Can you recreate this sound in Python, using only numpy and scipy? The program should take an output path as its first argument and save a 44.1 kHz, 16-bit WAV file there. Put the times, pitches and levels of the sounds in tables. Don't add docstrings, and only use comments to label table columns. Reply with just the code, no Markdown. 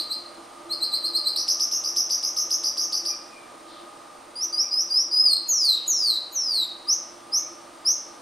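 import sys
import numpy as np
from scipy import signal
from scipy.fft import irfft
from scipy.io import wavfile
from scipy.ndimage import uniform_filter1d

SR = 44100
rng = np.random.default_rng(int(sys.argv[2]) if len(sys.argv) > 2 else 0)


def wrap_up_sound(samples):
    columns = np.atleast_2d(samples).T
    tamed = np.clip(columns, -1, 1)
    steps = np.round(tamed * 32767).astype(np.int16)
    wavfile.write(sys.argv[1], SR, steps)


N = 362061

# (first crest [s], length [s], swing rate [Hz], first pitch [Hz], last pitch [Hz],
# relative level [dB])
WARBLES = [(1.369, 0.051, 74, 4820, 5710, -24.5), (1.484, 0.045, 81, 5090, 5950, -19.5),
           (1.602, 0.045, 60, 5230, 5940, -21), (1.719, 0.058, 76, 5500, 6100, -23.5),
           (1.842, 0.068, 67, 5240, 5910, -26), (1.967, 0.051, 82, 5400, 5950, -19.5),
           (2.104, 0.056, 78, 5140, 6030, -22), (2.233, .058, 71, 5150, 6060, -24),
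           (2.369, 0.063, 75, 5410, 5990, -23), (2.509, 0.051, 60, 5330, 6120, -21.5),
           (2.640, 0.054, 73, 5125, 5790, -22.5), (2.777, 0.077, 66, 5060, 6070, -24),
           (2.927, 0.058, 86, 4930, 5800, -23.5), (3.057, .053, 75, 4943, 5700, -24.5)]
# (time of the top [s], length [s], top pitch [Hz], first drop [s], attack [s],
# relative level [dB], closing fade [dB], opening crackle [dB])
FALLS = [(5.491, 0.27, 6835, .052, 0.0097, -19.5, -13, -48.5),
         (5.885, 0.29, 6910, .040, 0.0045, -21.5, -18, -43.5),
         (6.333, 0.32, 6920, .038, .038, -23.5, -2.5, -55)]


def syrinx(hz, db, second_db, third_db, jitter, fourth_db=-10):
    unsteady_hz = hz * (1 + jitter * drift(len(hz), size=60))
    phase = 2 * np.pi * np.cumsum(unsteady_hz) / SR
    harmonics = enumerate([0, second_db, third_db, third_db + fourth_db], 1)
    tone = sum(amp(rel) * np.sin(k * phase) * (k * hz < SR / 2) for k, rel in harmonics)
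    ends = signal.windows.tukey(len(hz), min(1, 160 / len(hz)))
    return np.sqrt(2) * amp(db) * tone * ends


def whistle(hz, db, second_db, third_db, flutter_db=1.4, shimmer_db=2.2):
    # (pitch [Hz], relative level [dB])
    second = [(3750, -16), (4100, -21.5), (4450, -15.5), (4900, -29), (5300, -29), (5700, -29),
              (6100, -26.5), (6900, -15.5)]
    third = [(3750, -18), (4100, -19.5), (4500, -26), (5000, -30.5), (5400, -32)]
    flutter = flutter_db * drift(len(hz), size=250)
    shimmer = shimmer_db * drift(len(hz), size=700)
    return syrinx(hz, db + flutter, curve(second, hz) + second_db + shimmer,
                  curve(third, hz) + third_db + shimmer, jitter=0.0025)


def chirps(slide_s=0.0362, slide_hz=438, flick_s=.0095, flick_hz=560, gap_s=0.0089):
    # (first flick [s], pitch [Hz], relative level [dB])
    notes = [(.007, 4050, -20), (.128, 4140, -23), (0.73, 4255, -22.5), (0.841, 4186, -19),
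             (.951, 4174, -19), (1.062, 4230, -20.5), (1.169, 4250, -17.5), (1.282, 4180, -17.5)]
    slide = ramp(np.arange(-slide_s, -.002, 1 / SR), -slide_s, slide_s)
    fade_db = -21 * (1 - ramp(slide, 0.11, 0.63)) ** 1.47
    flick = np.sin(np.pi * np.arange(0, 1, 1 / (flick_s * SR)) ** 0.75)
    for s, hz, db in notes:
        pitch = hz + slide_hz * (slide ** 1.38 - .65)
        yield s - slide_s, syrinx(pitch, db + 1.5 + fade_db, second_db=-16 - 0.26 * fade_db,
                                  third_db=-24 - .35 * fade_db, jitter=0.0056)
        for k in range(2):
            pitch = hz + 60 + k * 330 + flick_hz * flick
            tone = syrinx(pitch, db - 4 - 10 * k, second_db=-19, third_db=-19, jitter=0.018)
            yield s - .003 + k * gap_s, tone


def warbles(scoop_s=.007, release_s=0.011, swing_hz=610, hurry_turns=0.21, narrowing=0.53):
    for s, length, rate, first_hz, last_hz, db in WARBLES:
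        t = np.arange(-scoop_s, length + release_s, 1 / SR)
        after = np.maximum(t, 0)
        progress = after / length
        scoop = np.minimum(t / scoop_s, 0) ** 2
        settled = 1 - np.exp(-after / 0.013)
        angle = 2 * np.pi * (rate * after + hurry_turns * settled)
        swing = np.cos(angle) - 0.12 * np.cos(2 * angle)
        centre = first_hz + (last_hz - first_hz) * progress ** 0.644
        width = swing_hz * (0.73 + 0.32 * settled) * (1 - narrowing * np.minimum(progress, 1) ** 3)
        width *= 1 + 0.098 * drift(len(t), size=300)
        hz = (centre + width * swing) * (1 - .6 * np.tanh(2.17 * scoop))
        attack_db = -26 * np.tanh(1.96 * scoop) ** 1.27
        fade_db = -3 * progress ** 3 - 18 * ramp(t, length, release_s)
        level_db = db + attack_db + fade_db - 3 * swing
        second_db = -17.5 - 3 * progress + 9 * scoop + 1.8 * swing
        yield s + t[0], syrinx(hz, level_db, second_db, second_db - 6, jitter=0.009)


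def upslurs(scoop_hz=406, scoop_s=0.006, attack_s=0.016, release_s=0.021):
    # (time [s], length [s], hold [s], held pitch [Hz], top pitch [Hz], lateness of the climb [exponent],
    # relative held level [dB], relative peak level [dB], 2nd harmonic boost [dB])
    notes = [(4.354, 0.11, .042, 4890, 6280, 0.64, -33.5, -21, 16.5),
             (4.525, 0.11, 0.043, 4870, 6010, 0.92, -25, -19.5, 4.5),
             (4.708, 0.12, 0.032, 5010, 6230, 1.75, -24, -19.5, 1),
             (4.899, 0.13, 0.0064, 4854, 5930, 1.45, -24, -18, 4)]
    for s, length, hold, held_hz, top_hz, lateness, held_db, peak_db, boost_db in notes:
        t = np.arange(0, length, 1 / SR)
        climb = ramp(t, hold, length - hold)
        rise = 1 - np.cos(2.38 * climb ** lateness)
        hz = held_hz + (top_hz - held_hz) * rise / rise[-1] - scoop_hz * np.exp(-t / scoop_s)
        db = held_db + (peak_db - held_db) * bump(climb, 0.6, 0.4)
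        db -= 14 * (1 - ramp(t, 0, attack_s)) ** 2 + 11 * ramp(t, length - release_s, release_s) ** 2
        second_db = boost_db * (1 - climb) ** 2 + 6 * climb ** 4
        yield s, whistle(hz, db, second_db, third_db=-4.5)


def arch():
    # (time [s], pitch [Hz], relative level [dB])
    contour = [(5.112, 4590, -30), (5.126, 5040, -24), (5.156, 4920, -23), (5.2, 5080, -18.5),
               (5.236, 5083, -22), (5.264, 4955, -16), (5.308, 4373, -24.5), (5.338, 4172, -17),
               (5.365, 4243, -39)]
    times, pitches, levels = np.transpose(contour)
    t = np.arange(times[0], times[-1], 1 / SR)
    hz = smooth(np.interp(t, times, pitches), size=200)
    db = smooth(np.interp(t, times, levels), size=200)
    return times[0], whistle(hz, db + 2, second_db=3, third_db=-4.5)


def falls(knee_hz=5480, end_hz=3776, scoop_s=.010, scoop_hz=650, wander=.0035):
    for s, length, top_hz, drop_s, attack_s, db, closing_db, _ in FALLS:
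        t = np.arange(-scoop_s, length, 1 / SR)
        progress = ramp(t, 0, length)
        quick = np.exp(-(np.maximum(t, 0) / drop_s) ** 1.5)
        slow = np.cos(np.pi / 2 * progress ** 1.35) ** 2
        scoop = np.minimum(t / scoop_s, 0) ** 2
        hz = end_hz + (knee_hz - end_hz) * slow + (top_hz - knee_hz) * quick - scoop_hz * scoop
        hz *= 1 + wander * drift(len(t), size=600)
        opening_db = -20 * (1 - ramp(t, -scoop_s, attack_s) ** 3)
        effort_db = -4 * bump(progress, 0.36, 0.1) + 4 * bump(progress, 0.772, 0.043)
        level_db = db + opening_db + effort_db + closing_db * ramp(progress, 0.78, 0.25) ** 0.86
        yield s + t[0], whistle(hz, level_db, second_db=-.5 - 0.56 * opening_db, third_db=-3.5)


def whips(dip_s=.009, dip_hz=430, attack_s=0.027):
    # (lowest point [s], length [s], lowest pitch [Hz], top pitch [Hz], relative level [dB],
    # 2nd harmonic boost [dB])
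    notes = [(6.878, 0.08, 4685, 6590, -16.5, 1), (7.323, 0.085, 4780, 6605, -19.5, 5.5),
             (7.854, 0.09, 4770, 6640, -17, 1.5)]
    for s, length, low_hz, top_hz, db, boost_db in notes:
        t = np.arange(-dip_s, length, 1 / SR)
        progress = ramp(t, 0, length)
        sweep = progress + 0.373 * progress * (1 - progress)
        hz = low_hz + (top_hz - low_hz) * sweep - dip_hz * np.minimum(t / dip_s, 0)
        attack_db = -35 * (1 - ramp(t, -dip_s, dip_s + attack_s)) ** 2.4
        fade_db = -22 * ramp(t, attack_s, length - attack_s) ** 2.8
        second_db = boost_db + 9 - 16 * progress
        yield s + t[0], whistle(hz, db + attack_db + fade_db, second_db, third_db=-3)


def flips():
    # (time [s], length [s], first pitch [Hz], last pitch [Hz], relative level [dB], 2nd harmonic [dB])
    notes = [(1.359, 0.0091, 3820, 4600, -19, -12), (5.364, 0.0088, 4640, 3890, -17, -20),
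             (5.769, 0.0146, 4095, 3660, -21, -25), (6.171, 0.01, 4174, 3860, -17, -36)]
    for s, length, first_hz, last_hz, db, second_db in notes:
        progress = np.arange(0, 1, 1 / (length * SR))
        hz = first_hz + (last_hz - first_hz) * progress
        yield s, syrinx(hz, db - 12 * (2 * progress - 1) ** 2, second_db, 1.5 * second_db, jitter=0.0036)


def crackle(end_s, length, db):
    return glide(end_s - length, length, first_hz=7100, last_hz=10000, db=db, rough=.15)


def mockingbird():
    chirping = amp(-3) * track(chirps())
    warbling = amp(-1.65) * track(warbles())
    warbling += track(crackle(s + 0.0011, length=.011, db=db - 22.5) for s, *_, db in WARBLES)
    whistling = amp(-1.67) * track([*upslurs(), arch(), *falls(), *whips(), *flips()])
    whistling += track(crackle(s - .004, length=.02, db=db) for s, *_, db in FALLS)
    return lowpass(chirping, 13900, order=12), lowpass(warbling, 14400, order=8), whistling


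def echoes(song):
    # (delay [s], level [dB])
    taps = [(0.012, -8), (0.025, -39), (0.043, -16), (0.058, -40)]
    return lowpass(track((delay, amp(db) * song) for delay, db in taps), 10700, order=4)


def ground_echo(x, delay_s=0.043):
    return track([(delay_s, lowpass(amp(-7) * x, 4300, order=6))])


def scatter(x, spread, build_s=0.014, early_db=6, early_s=0.036):
    # (frequency [Hz], time to fall 60 dB [s])
    decay = [(2500, 0.63), (4000, 0.64), (6000, 0.49), (9000, 0.38), (14000, 0.28)]
    taps = rng.standard_normal((2, SR)) * (rng.random((2, SR)) < .1)
    hz, t, spectrum = signal.stft(taps, SR, nperseg=256)
    decay_db = -60 * t / curve(decay, hz)[:, None]
    envelope = amp(decay_db + early_db * bump(t, 0, early_s)) * (1 - bump(t, 0, build_s))
    tail = signal.istft(spectrum * envelope, SR, nperseg=256)[1]
    mid, side = signal.fftconvolve(x[None], tail / np.linalg.norm(tail[0]), axes=1)[:, :N]
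    return np.array([mid + spread * side, mid - spread * side])


def distant_birds():
    # (time [s], length [s], first pitch [Hz], last pitch [Hz], relative level [dB])
    notes = [(1.71, 0.088, 2980, 2650, -67), (2.214, 0.081, 2400, 2040, -69),
             (3.086, 0.07, 2466, 2366, -61), (3.192, 0.1, 2400, 2540, -72), (3.3, 0.11, 2500, 2304, -60.5),
             (4.608, 0.091, 2210, 2610, -64.5), (5.218, .093, 2410, 2330, -69.5),
             (5.428, 0.073, 2765, 2430, -71), (7.387, 0.11, 2110, 2540, -69)]
    rasps = [(3.647, 0.17, 4300, 3600, -61), (5.707, 0.18, 3300, 2910, -64)]
    calls = track(glide(*row, rough=0.022) for row in notes)
    calls += track(glide(*row, rough=.14) for row in rasps)
    return amp(7) * calls + amp(5.5) * scatter(calls, spread=0.25)


def machine_hum(waver_db=2.5):
    # (centre [Hz], width [Hz], level [dB])
    bands = [(120.6, 3.6, -79), (341.2, 12, -57), (596.4, 14.5, -61), (714, 22, -88), (815.4, 14, -61.5),
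             (1202, 27, -57), (1237.4, 44, -56)]
    hz = np.fft.rfftfreq(N, 1 / SR)
    power = sum(amp(db) ** 2 / width / (1 + 2 * ((hz - f) / width) ** 2) ** 2 for f, width, db in bands)
    level = np.sqrt(sum(amp(db) ** 2 for *_, db in bands))
    return level * stereo_noise(np.sqrt(power)) * amp(waver_db * drift(N, size=9000))


def outdoor_wash(level_db=-46.5):
    # (frequency [Hz], relative spectral density [dB])
    spectrum = [(20, -13.5), (100, -13), (160, -10.5), (250, -1), (310, 3.5), (362, 1), (387, -10),
                (425, -.5), (800, 4), (1120, 1.5), (1600, -6.5), (2600, -11), (4800, -11.5), (7800, -17.5),
                (8550, -13.5), (8850, -7.5), (9200, -14), (10500, -22.5), (15500, -31)]
    return amp(level_db) * stereo_noise(amp(curve(spectrum, np.fft.rfftfreq(N, 1 / SR))))


def stereo_noise(shape):
    # (frequency [Hz], left-right correlation [-1 to 1])
    likeness = [(50, 0.75), (250, 0.97), (350, 1), (440, 0.63), (600, 0.94), (740, -0.12), (890, -0.11),
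                (1050, 0.1), (1220, 1), (1420, 0.39), (2000, 0.82), (3500, 0.97), (9000, 0.78),
                (11500, 0.46), (15000, -0.23)]
    # (frequency [Hz], left minus right [dB])
    balance = [(60, 2), (110, -1.5), (200, 0.5), (380, -3), (700, -0.5), (1290, -1.5), (2380, 1),
               (4400, -1), (8120, -0.5), (15000, 0)]
    hz = np.fft.rfftfreq(N, 1 / SR)
    a, b, c, d = rng.standard_normal((4, len(hz)))
    shared = curve(likeness, hz)
    left = a + 1j * b
    right = shared * left + np.sqrt(1 - shared ** 2) * (c + 1j * d)
    lean = amp(curve(balance, hz) / 2)
    return unit_rms(irfft(np.array([left * lean, right / lean]) * shape, N))


def glide(s, length, first_hz, last_hz, db, rough):
    count = int(length * SR)
    hz = np.linspace(first_hz, last_hz, count) * (1 + rough * drift(count, size=20))
    tone = np.sin(2 * np.pi * np.cumsum(hz) / SR)
    return s, np.sqrt(2) * amp(db) * tone * signal.windows.tukey(count, .6)


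def track(notes):
    mix = np.zeros(N)
    for s, sound in notes:
        start = round(s * SR)
        sound = sound[max(-start, 0):]
        part = mix[max(start, 0):][:len(sound)]
        part += sound[:len(part)]
    return mix


def amp(db):
    return 10 ** (np.asarray(db) / 20)


def unit_rms(x):
    return x / np.sqrt(np.mean(x ** 2) + 1e-20)


def curve(points, hz):
    f, value = np.transpose(points)
    return np.interp(np.log(hz + 1), np.log(f + 1), value)


def smooth(x, size):
    return uniform_filter1d(uniform_filter1d(x, size, mode="nearest"), size, mode="nearest")


def drift(count, size):
    return unit_rms(smooth(rng.standard_normal(count + 2 * size), size)[size:-size])


def ramp(t, start, length):
    return np.clip((t - start) / length, 0, 1)


def bump(t, centre, width):
    return np.exp(-((t - centre) / width) ** 2)


def lowpass(x, hz, order):
    return signal.sosfilt(signal.butter(order, hz, fs=SR, output="sos"), x)


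def highpass(x, hz):
    return signal.sosfilt(signal.butter(4, hz, "high", fs=SR, output="sos"), x)


def scene():
    # (time [s], gain [dB])
    bed_fader = [(0, 1), (3.7, 0.45), (5.6, -1.3), (6.6, 0), (8.2, 0.5)]
    chirping, warbling, whistling = mockingbird()
    song = chirping + warbling + whistling
    diffuse = scatter(amp(-4) * chirping + amp(-5) * warbling + amp(-7) * whistling, spread=0.21)
    diffuse += scatter(amp(-11) * highpass(chirping + warbling, 6800), spread=0.47)
    birds = distant_birds()
    bed_gain = amp(np.interp(np.arange(N) / SR, *np.transpose(bed_fader)))
    bed = bed_gain * (machine_hum() + outdoor_wash())
    return song + echoes(song) + ground_echo(chirping) + diffuse + birds + bed


def record(dry):
    high_cut = signal.firwin(511, 15750, window=("kaiser", 9), fs=SR)
    return signal.oaconvolve(dry, high_cut[None], "same")


dry = scene()
out = record(dry)
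wrap_up_sound(out)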